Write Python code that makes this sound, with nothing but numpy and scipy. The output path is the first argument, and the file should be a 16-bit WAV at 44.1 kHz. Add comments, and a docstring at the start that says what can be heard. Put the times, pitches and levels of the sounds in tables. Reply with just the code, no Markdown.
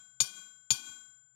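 """A bare steel anvil still rings from an earlier blow; then a hammer strikes its horn twice, half a
second apart. Each impact excites a crack, a short bright clang, a thud of the stand and the long ring
of the body, whose close modes beat. Crack and clang reverberate in the workshop over a faint drone,
and a soft low bump follows the last blow. A peak limiter ducks at each blow and lets the ring swell
back. Only the left channel is audible."""
import sys
import numpy as np
from scipy import signal
from scipy.fft import rfft, irfft
from scipy.io import wavfile
from scipy.ndimage import uniform_filter1d, minimum_filter1d

SR = 44100
rng = np.random.default_rng(int(sys.argv[2]) if len(sys.argv) > 2 else 0)


def to_wav(sig):
    """Store sig (one row per channel, or 1-D mono) as 16-bit WAV at the path in sys.argv[1].

    Samples outside -1..1 are clipped; the rate is SR.
    """
    pcm = np.clip(np.atleast_2d(sig), -1, 1) * 32767
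    pcm = np.round(pcm).astype(np.int16)
    wavfile.write(sys.argv[1], SR, pcm.T)  # frames by channels


N = 59535

# hammer blows: start_s, impact_gain_db (crack and clang), ring_gain_db, thud_gain_db
HAMMER_BLOWS = [(-0.298, -2.5, -2, -1), (0.2025, -4, -1.5, -3), (0.7045, -4, .5, 0)]
# lightly damped modes of the anvil's body: pitch_hz, relative_level_db, t60_s
BODY_MODES = [(1100, -57, .8), (1122, -49, .77), (1480.5, -42, .82), (1503.3, -42, 1.2), (2168, -59, 1.05),
              (2417, -37, .4), (2438.5, -32, .42), (3249, -32.5, .7), (3971, -41, .66), (4625, -46, .52),
              (5206, -49, .75), (5238, -59, .8), (6236, -37, .7), (6780, -33, .48), (7180, -58, 1.3),
              (7222, -34, 1.38), (8595, -37, .38), (9630, -44, .42), (10640, -47, .45), (11360, -49, .53),
              (11640, -49, .46), (12400, -60, .52), (14444, -52.5, .77)]
# spectrum of the workshop's diffuse tail: frequency_hz, relative_level_db
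ROOM_SPECTRUM = [(50, -8), (120, 2.5), (200, 22), (260, 6.5), (330, 14), (500, -8.5), (750, 5), (1000, -3),
                 (2000, 4), (5000, -10), (9000, -3.5), (15000, -2.5)]
# reverberation time of the workshop: frequency_hz, t60_s
ROOM_DECAY = [(100, 0.44), (220, 0.7947), (450, 0.5161), (900, 0.6464), (2000, 0.4965), (5000, 0.457),
              (9000, 0.41), (15000, 0.3)]
# spectral density of the background: frequency_hz, relative_level_db
DRONE_SPECTRUM = [(25, -35.5), (50, -30), (70, -8), (100, -16), (130, 6), (170, -14.5), (300, -29.5),
                  (800, -20), (2000, -36.5), (6000, -41.5), (15000, -45)]
# spectral density of the contact crack: frequency_hz, relative_level_db
CRACK_SPECTRUM = [(40, -37), (120, -28.5), (250, -19), (450, -8.5), (750, -16), (1050, -7), (1400, -14),
                  (1950, -16), (2600, -9), (3500, 4), (5700, 1), (7000, -10), (7800, -13), (9500, -9),
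                  (12000, -20), (14500, -18), (16000, -28)]
# decay time of the contact crack: frequency_hz, t60_s
CRACK_DECAY = [(300, 0.053), (1000, 0.025), (2000, 0.038), (4000, 0.012), (8000, 0.11), (13000, 0.14)]
# heavily damped modes of horn and hammer head: pitch_hz, relative_level_db, t60_s
HORN_MODES = [(2430, -18, .05), (3355, -12, .06), (3595, -16, .06), (4557, -3, .06), (4853, -21, .11),
              (5597, -15, .12), (5730, -16, .09), (6190, -24, .16), (6768, 4, .063), (7215, -22, .12),
              (8618, -6, .065), (9618, -24, .14), (9954, -28, .11), (11612, -26, .1)]
# modes of the stand on the floor: pitch_hz, relative_level_db, t60_s
STAND_MODES = [(81.5, -23.5, 0.063), (127, -19.5, .08), (168, -29.5, 0.066)]


def amp(db):
    """Amplitude grows tenfold for every 20 dB."""
    return 10 ** (np.asarray(db) / 20)


def curve_at(points, hz):
    """Interpolation along a logarithmic frequency axis."""
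    frequency_hz, value = np.transpose(points)
    return np.interp(np.log(hz + 1), np.log(frequency_hz + 1), value)


def add(mix, start_s, sound):
    """Superposition: a sound adds to the mix, even one that began before time zero."""
    at = round(start_s * SR)
    sound = sound[max(-at, 0):]
    part = mix[max(at, 0):][:len(sound)]
    part += sound[:len(part)]


def coloured_noise(spectrum, size):
    """Spectral weighting colours white noise; the result has unit rms."""
    gain = amp(curve_at(spectrum, np.fft.rfftfreq(size, 1 / SR)))
    noise = irfft(rfft(rng.standard_normal(size)) * gain, size)
    return noise / noise.std()


def damped_noise(spectrum, decay, hold_s):
    """Frequency-dependent damping: one second of noise holds, then each band dies at its own rate."""
    hz, time_s, bands = signal.stft(coloured_noise(spectrum, SR), SR, nperseg=256)
    decay_db = -60 * np.maximum(time_s - hold_s, 0) / curve_at(decay, hz)[:, None]
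    return signal.istft(bands * amp(decay_db), SR, nperseg=256)[1][:SR]


def free_vibration(modes, t):
    """A struck solid vibrates as a sum of exponentially damped normal modes."""
    return sum(amp(db - 60 * t / t60_s) * np.sin(2 * np.pi * hz * t) for hz, db, t60_s in modes)


def body_ring(t):
    """Light damping lets the body ring on; close pairs of modes beat at their difference frequency."""
    return free_vibration(BODY_MODES, t)


def workshop_response(delay_s=0.004, early_t60_s=0.24, early_db=-6.5, tail_db=-11.5):
    """Reverberation: early reflections from floor and bench give way to a diffuse tail."""
    t = np.arange(SR) / SR
    arrival = np.clip(t / delay_s - 1, 0, 1)
    early = rng.standard_normal(SR) * amp(-60 * t / early_t60_s) * arrival
    tail = damped_noise(ROOM_SPECTRUM, ROOM_DECAY, hold_s=0) * arrival
    return amp(early_db) * early / np.linalg.norm(early) + amp(tail_db) * tail / np.linalg.norm(tail)


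def background_drone(level_db=-78.5):
    """Steady noise with a spectral peak near 130 Hz is heard as a low drone."""
    return amp(level_db) * coloured_noise(DRONE_SPECTRUM, N)


def contact_crack(t, gain_db=-9, rise_s=0.0015):
    """A brief contact of steel on steel spreads its energy over a wide band."""
    burst = damped_noise(CRACK_SPECTRUM, CRACK_DECAY, hold_s=0.0048)
    return amp(gain_db) * np.pad(burst, (0, len(t) - SR)) * (1 - np.exp(-t / rise_s))


def horn_clang(t, rise_s=0.0056):
    """Heavy damping cuts the high modes of horn and hammer head to a short clang."""
    return free_vibration(HORN_MODES, t) * (1 - np.exp(-t / rise_s))


def stand_thud(t, delay_s=0.0069, rise_s=0.0039):
    """The stand resonates on the floor in low, damped modes just after the contact."""
    elapsed_s = np.maximum(t - delay_s, 0)
    return free_vibration(STAND_MODES, elapsed_s) * (1 - np.exp(-elapsed_s / rise_s))


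def hammer_blow(room, impact_db, ring_db, thud_db, crack_send_db=-1, clang_send_db=-4):
    """One impulse excites four sources; convolution with the room reverberates crack and clang."""
    t = np.arange(2 * SR) / SR
    ring = amp(ring_db) * body_ring(t)
    crack = amp(impact_db) * contact_crack(t)
    clang = amp(impact_db) * horn_clang(t)
    thud = amp(thud_db) * stand_thud(t)
    into_room = amp(crack_send_db) * crack + amp(clang_send_db) * clang
    reverberation = signal.fftconvolve(into_room, room)[:len(t)]
    return ring + crack + clang + thud + reverberation


def soft_bump(pitch_hz=105, level_db=-61, length_s=0.04):
    """A few cycles of a low tone under a smooth envelope are heard as a bump."""
    t = np.arange(0, length_s, 1 / SR)
    return amp(level_db) * np.hanning(len(t)) * np.sin(2 * np.pi * pitch_hz * t)


def scene():
    """Drone, blows and bump superpose on the left channel; the right is practically silent."""
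    left = background_drone()
    room = workshop_response()
    for start_s, *gains_db in HAMMER_BLOWS:
        add(left, start_s, hammer_blow(room, *gains_db))
    add(left, start_s=0.88, sound=soft_bump())
    return np.array([left, amp(-94) * left])


def peak_limiter(sound, threshold_db=-9.5, attack_s=0.0016, hold_s=0.12, recovery_db_per_s=148):
    """Gain falls by a peak's excess over the threshold, holds, then recovers linearly in decibels."""
    excess_db = np.maximum(20 * np.log10(abs(sound[0]) + 1e-9) - threshold_db, 0)
    half_hold = int(hold_s * SR / 2)
    # greatest excess within the preceding hold time
    held_db = -minimum_filter1d(-excess_db, 2 * half_hold + 1, origin=half_hold, mode="constant")
    ramp_db = np.arange(N) * recovery_db_per_s / SR
    released_db = np.maximum.accumulate(held_db + ramp_db) - ramp_db
    duck_db = uniform_filter1d(released_db, int(attack_s * SR))
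    return sound * amp(-duck_db)


def record(dry, low_cut_hz=65, high_cut_hz=15800):
    """Limiting narrows the dynamic range; high-pass and low-pass filters then bound the bandwidth."""
    high_pass = signal.butter(2, low_cut_hz, "high", fs=SR, output="sos")
    low_pass = signal.firwin(255, high_cut_hz, window=("kaiser", 9), fs=SR)
    limited = signal.sosfilt(high_pass, peak_limiter(dry))
    return signal.oaconvolve(limited, low_pass[None], "same", axes=1)


dry = scene()
out = record(dry)
to_wav(out)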